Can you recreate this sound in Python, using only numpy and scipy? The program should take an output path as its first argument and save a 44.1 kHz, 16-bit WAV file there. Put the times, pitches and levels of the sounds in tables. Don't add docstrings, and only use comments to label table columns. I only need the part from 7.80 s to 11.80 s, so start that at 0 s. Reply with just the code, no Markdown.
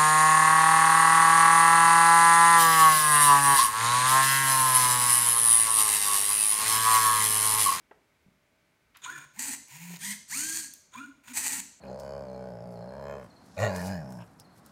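import sys
import numpy as np
from scipy import signal
from scipy.fft import rfft, irfft
from scipy.io import wavfile
from scipy.ndimage import map_coordinates

SR = 44100
rng = np.random.default_rng(int(sys.argv[2]) if len(sys.argv) > 2 else 0)


def dump_mix(stems):
    frames = np.atleast_2d(stems).T
    limited = np.clip(frames, -1, 1)
    pcm = np.round(limited * 32767).astype(np.int16)
    wavfile.write(sys.argv[1], SR, pcm)


def invert_db(x):
    u = np.asarray(x, float) / 20
    return 10 ** u


N = 176400
T = np.arange(N) / SR

# (frequency [Hz], level [dB per Hz])
AIR_COLOUR = [(12, -64), (20, -26), (55, -0.5), (328, -5), (357, -5.5), (642, -13.5), (802, -12),
              (1480, -11.5), (16000, -30)]
# (frequency [Hz], width [Hz], height [dB])
AIR_RINGS = [(2210, 390, 7)]
# (frequency [Hz], level [dB rms])
ELECTRIC_HUMS = [(586.8, -86.5), (646.0, -88), (1529, -87.5)]
# (frequency [Hz], 60 dB decay [s])
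ROOM_DECAY = [(150, 0.65), (2000, 0.47), (6000, 0.71), (9500, 0.39), (11000, 0.43), (16000, 0.22)]

# (frequency [Hz], level [dB], free 60 dB decay [s], damped to 0.21
BLOCK_TONES = [(424, 7, 0.15), (653, 2.5, 0.17), (823, 3.5, 0.16), (1012, 2, 0.12), (1370, 2, 0.034),
               (1570, 4.5, 0.072), (1957, 1, 0.13), (2700, -3, 0.071), (3300, -7, 0.044)]
# (time [s], level [dB], pitch factor [1])
KNOCKS = [
    (0.111, -38.5, 0.99),
    (2.102, -44, .9),
    (2.135, -44, 0.88),
]
# (time [s], level [dB])
THUDS = [
    (0.463, -50),
    (.484, -51),
]
# (time [s], level [dB], centre frequency [Hz], 60 dB decay [s])
TICKS = [
    (.112, -39, 900, 0.043),
    (1.144, -54.5, 2500, 0.24),
    (1.159, -38.5, 1860, 0.026),
    (1.17, -42, 12400, 0.011),
    (1.172, -44, 3500, 0.021),
    (1.884, -39, 11800, 0.0066),
    (2.159, -40, 6000, 0.029),
    (2.937, -29, 11600, 0.0097),
    (3.29, -57, 7850, 0.014),
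    (3.48, -35.5, 2400, 0.022),
]

# (time [s], level [dB])
REACH_EFFORT = [(1.585, -57), (1.595, -29.5), (1.6, -40.5), (1.61, -33.5), (1.67, -34.5), (1.735, -36.5),
                (1.75, -39)]
LIFT_EFFORT = [(2.19, -53.5), (2.22, -45.5), (2.25, -38), (2.28, -42), (2.32, -38.5), (2.345, -45.5),
               (2.37, -51)]
SWING_EFFORT = [(2.48, -54), (2.5, -39.5), (2.56, -32), (2.6, -32.5), (2.7, -34.5), (2.79, -34),
                (2.85, -43.5), (2.88, -51)]
LOWER_EFFORT = [(3.534, -45), (3.55, -37), (3.575, -27.5), (3.598, -33.5), (3.624, -36.5), (3.651, -29.5),
                (3.69, -31.5), (3.745, -34), (3.77, -36.5), (3.803, -35)]
WAKE_EFFORT = [(1.22, -56.5), (1.26, -50), (1.3, -47), (1.37, -49.5), (1.42, -53.5), (1.45, -51.5)]
TURN_EFFORT = [(3.11, -81), (3.139, -55.5), (3.19, -47.5), (3.22, -56), (3.26, -58.5), (3.299, -65)]
GRIP_EFFORT = [(1.87, -62.5), (1.92, -49.5), (2.0, -49.5), (2.12, -47.5), (2.17, -48)]
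TILT_EFFORT = [(3.436, -59.5), (3.47, -56.5), (3.482, -46.5), (3.52, -46.5), (3.54, -69)]
NUDGE_EFFORT = [(1.535, -67), (1.56, -56), (1.59, -51.5)]
# (time [s], level [dB])
SLACK_EFFORTS = [
    [(1.218, -58), (1.25, -35), (1.272, -56)],
    [(3.12, -68), (3.14, -51.5), (3.21, -67), (3.25, -83)],
]

# (start [s], stop [s], top shaft speed [Hz], hum [dB], commutator whine [dB])
LIFT_RUNS = [
    (2.194, 2.324, 203.5, -52, -48),
    (2.483, 2.792, 327.1, -51.5, -42.5),
]
DROP_RUNS = [
    (1.531, 1.693, 289.5, -57, -55.5),
    (3.515, 3.773, 272.2, -57.5, -53),
]
BASE_RUNS = [
    (1.235, 1.355, 355, -59.5, -52),
    (1.25, 1.4, 292, -68, -64.5),
    (1.22, 1.412, 150, -60.5, -72.5),
    (3.12, 3.24, 293, -51, -55),
    (3.2, 3.3, 285, -57.5, -78),
]
GRIP_RUNS = [
    (1.862, 2.139, 176.5, -45, -95),
]
TILT_RUNS = [
    (3.44, 3.525, 268, -57.5, -71.5),
]
# (time [s], width [s], level [dB])
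FALTERS = [
    (2.4, 0.015, -18),
    (2.4, 0.017, -6),
    (1.64, .03, -13),
    (3.225, 0.0068, -9),
    (3.27, 0.014, -10),
    (3.61, 0.028, -13.5),
    (3.685, 0.029, -20),
    (1.345, .006, -8),
]

# (frequency [Hz], level [dB per Hz])
LIFT_CASE = [(70, -11.5), (240, -2.5), (500, -38), (800, -20), (1900, -10), (3700, -13.5), (8700, 2.5),
             (16000, -25)]
BIG_CASE = [(35, -67), (60, -8.5), (256, -6), (607, -18), (862, -10), (1910, -12.5), (5330, -9),
            (7940, 6.5), (16000, -25)]
BASE_CASE = [(35, -84), (60, -23), (262, -10), (749, -14.5), (1440, -5), (1910, -5), (4420, -16.5),
             (6740, -23), (16000, -18)]
SLACK_CASE = [(300, -32), (1500, -3.5), (3900, 6.5), (4600, -9), (7000, -5.5), (16000, -27)]
GRIP_CASE = [(150, -48), (250, -6), (519, -24), (988, 1), (1160, -18), (1850, -6), (3170, -9.5),
             (6940, -3.5), (16000, -7.5)]
# (frequency [Hz], width [Hz], height [dB])
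BIG_RINGS = [(900, 182, 8), (1857, 650, 12.5), (2500, 880, 8), (4380, 1220, 8), (5600, 230, -2.5),
             (6130, 940, 6.5), (7000, 70, 7), (7880, 110, 4), (9110, 550, 6.5), (11360, 170, 8),
             (12780, 1060, 10.5), (14500, 1280, 19.5)]
LIFT_RINGS = [(3350, 540, 12), (2146, 51, 5), (2740, 320, -6)]
SWING_RINGS = [(997, 43, 8.5), (1990, 540, -5.5), (4403, 370, 6.5), (6910, 1300, 7), (8540, 350, 5)]
DROP_RINGS = [(842, 81, 4.5), (1904, 104, 5), (2400, 130, 3), (2860, 200, 3), (3500, 640, -2.5),
              (1220, 230, -3)]
BASE_RINGS = [(128, 46, 22.2), (250, 22, 6), (1015, 113, 19.6), (1463, 236, 13.2), (2400, 204, 12.4),
              (3510, 280, 8.3), (6755, 1100, 21.2), (8830, 1100, 14.7)]
GRIP_RINGS = [(1015, 1200, 4.6), (2400, 1400, 15), (4240, 710, 3.3), (6850, 980, 10.8), (8700, 640, 6.3),
              (14600, 2100, 5.5)]

COMMAND_HZ = 49.5


def unit(x):
    return x / np.sqrt(np.mean(x ** 2) + 1e-20)


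def along(points, hz):
    f, v = np.transpose(points)
    return np.interp(np.log(hz + 1), np.log(f + 1), v)


def wobble(rate, size=N):
    knots = rng.standard_normal(int(size * rate / SR) + 4)
    return map_coordinates(knots, [np.arange(size) * rate / SR])


def coloured(x, spectrum, rings):
    size = 8192
    hz = np.fft.rfftfreq(size, 1 / SR)
    humps = sum(height / (1 + (2 * (hz - centre) / width) ** 2) for centre, width, height in rings)
    db = np.maximum(along(spectrum, hz), -90) + humps
    cepstrum = irfft(np.log(invert_db(db)))
    cepstrum[1:size // 2] *= 2
    cepstrum[size // 2 + 1:] = 0
    return signal.fftconvolve(x, irfft(np.exp(rfft(cepstrum))))[:N]


def hush():
    air = unit(coloured(rng.standard_normal(N), AIR_COLOUR, AIR_RINGS)) * invert_db(-70 + 0.09 * wobble(8.2))
    hums = sum(invert_db(db + 4.0 + 2.1 * wobble(4.9)) * np.sin(2 * np.pi * hz * T) for hz, db in ELECTRIC_HUMS)
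    return air + hums


def room(x):
    hz, t, z = signal.stft(rng.standard_normal(SR), SR, nperseg=256)
    fading = z * invert_db(-60 * t / along(ROOM_DECAY, hz)[:, None])
    tail = signal.istft(fading, SR, nperseg=256)[1]
    delayed = np.pad(x, (300, 0))
    return signal.fftconvolve(delayed, tail / np.linalg.norm(tail))[:N]


def taps():
    out, t = np.zeros(N + SR), np.arange(SR // 4) / SR
    for s, db, pitch in KNOCKS:
        ring = sum(invert_db(level - 60 * t / (0.21 * t60)) * np.sin(2 * np.pi * hz * pitch * t)
                   for hz, level, t60 in BLOCK_TONES)
        soft_start = 1 - np.exp(-t / 0.0015)
        out[round(s * SR):][:len(t)] += invert_db(db - 8) * ring * soft_start
    thud_hz, thud_t60 = 180, 0.056
    for s, db in THUDS:
        out[round(s * SR):][:len(t)] += invert_db(db - 60 * t / thud_t60) * np.sin(2 * np.pi * thud_hz * t)
    for s, db, hz, t60 in TICKS:
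        band = signal.butter(2, [0.44 * hz, min(1.31 * hz, 15800)], "band", fs=SR)
        puff = unit(signal.lfilter(*band, rng.standard_normal(len(t))))
        soft_start = 1 - np.exp(-t * hz / 9)
        out[round(s * SR):][:len(t)] += invert_db(db - 60 * t / t60) * puff * soft_start
    return out[:N]


def motor(start, stop, top_hz, hum_db, whine_db, spin_up, slope_db, waver, strain_db, coast, hum_fade,
          break_db=4, second_db=0, hum_rise=0, ripple=0, kick_s=0):
    poles = 5
    after = np.maximum(T - stop, 0)
    speed = (1 - np.exp(-np.maximum(T - start, 0) / spin_up)) * np.exp(-after / coast)
    kicks = ripple * np.cos(2 * np.pi * COMMAND_HZ * (T - kick_s))
    shaft_hz = top_hz * speed
    angle = 2 * np.pi * np.cumsum(shaft_hz * (1 + kicks + waver * wobble(120))) / SR

    k = np.arange(1, int(.36 * SR / top_hz / poles) + 1)[:, None]
    span = slice(round(start * SR), round((stop + 0.097) * SR))
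    missing_speed = np.minimum(1 - speed[span], 0.34)
    strain = np.where(k > 1, 1, .45) * strain_db * missing_speed
    breaks = np.minimum([wobble(48.6, size=len(angle[span])) for _ in k], .4) * np.minimum(k / 4, .6)
    level_db = slope_db * np.log2(k) + strain + second_db * (k == 2) + break_db * breaks
    whine = np.zeros(N)
    whine[span] = np.sum(invert_db(level_db) * np.sin(k * poles * angle[span] + k * k), axis=0)
    whine *= invert_db(whine_db + 3.5) * np.exp(-after / 0.019)

    boom = 1 + 2 / (1 + ((shaft_hz - 249) / 32) ** 2)
    table = boom / (1 + (140 / (shaft_hz + 1)) ** 6)
    hum_level = invert_db(hum_db + (2.5 + 50 * waver) * wobble(30)) * np.exp(-after / hum_fade)
    hum = hum_level * np.sin(angle) * table * speed ** hum_rise

    falter_db = sum(db * np.exp(-((T - s) / wide) ** 2) for s, wide, db in FALTERS)
    pull = speed ** 2 * invert_db(falter_db)
    return pull * hum, pull * whine


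def servo(moves, runs, case, rings, grit_db, surge_db, kick_db=0, **drive):
    unevenness_db = grit_db * (wobble(900) + 0.11 * wobble(250)) + surge_db * wobble(70)
    impacts = rng.standard_normal(N) * invert_db(unevenness_db)
    kicks = invert_db(kick_db * np.cos(2 * np.pi * COMMAND_HZ * (T - 3.2)))
    teeth = coloured(unit(impacts * kicks), case, rings)
    effort = np.zeros(N)
    for rows in moves:
        s, effort_db = np.transpose(rows)
        release = np.exp(-np.maximum(T - s[-1], 0) / 0.0028)
        effort += (T > s[0]) * release * invert_db(np.interp(T, s, effort_db))
    hum, whine = sum((np.array(motor(*run, **drive)) for run in runs), np.zeros((2, N)))
    return (effort * teeth + coloured(whine, case, rings)) / np.std(teeth) + hum


def arm():
    lift = servo([LIFT_EFFORT], LIFT_RUNS[:1], LIFT_CASE, BIG_RINGS + LIFT_RINGS,
                 grit_db=2.5, surge_db=1.6, waver=.01, ripple=.05, kick_s=2.1,
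                 spin_up=.021, slope_db=-1.5, strain_db=4, coast=.07, hum_fade=0.036)
    swing = servo([SWING_EFFORT], LIFT_RUNS[1:], LIFT_CASE, BIG_RINGS + SWING_RINGS,
                  grit_db=2.5, surge_db=1.5, waver=.009, second_db=5, break_db=5,
                  spin_up=.052, slope_db=-11, strain_db=51.5, coast=0.37, hum_fade=0.051)
    drop = servo([REACH_EFFORT, LOWER_EFFORT], DROP_RUNS, BIG_CASE, BIG_RINGS + DROP_RINGS,
                 grit_db=2.4, surge_db=1.3, waver=.03, break_db=9,
                 spin_up=.04, slope_db=-5.5, strain_db=2, coast=0.085, hum_fade=0.2)
    base = servo([WAKE_EFFORT, TURN_EFFORT, np.add(TILT_EFFORT, [0, -6])], BASE_RUNS, BASE_CASE, BASE_RINGS,
                 grit_db=2.5, surge_db=1.8, kick_db=2, waver=.03, break_db=11, ripple=.03, hum_rise=4,
                 spin_up=.03, slope_db=-8, strain_db=34, coast=.3, hum_fade=0.014)
    slack = servo(SLACK_EFFORTS, TILT_RUNS, SLACK_CASE, BASE_RINGS,
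                  grit_db=-0.5, surge_db=3.0, kick_db=1.5, waver=0.0298, hum_rise=3,
                  spin_up=0.027, slope_db=0, strain_db=-8, coast=.27, hum_fade=.03)
    grip = servo([GRIP_EFFORT, NUDGE_EFFORT, np.add(TILT_EFFORT, [0, -3])], GRIP_RUNS, GRIP_CASE, GRIP_RINGS,
                 grit_db=2.5, surge_db=1, waver=.003,
                 spin_up=.05, slope_db=7.5, strain_db=-13.0, coast=0.16, hum_fade=0.05)
    return lift + swing + drop + base + slack + grip


def scene():
    near = arm() + taps()
    echo = invert_db(-8.5) * room(near)
    return (near + echo + hush())[None]


def low_pass(x):
    return signal.sosfilt(signal.butter(12, 16310, fs=SR, output="sos"), x)


def record(dry):
    top_hz = 15850
    passed = np.fft.rfftfreq(N, 1 / SR) < top_hz
    mix = irfft(rfft(dry) * passed, N)
    return low_pass(mix)


dry = scene()
out = record(dry)
dump_mix(out)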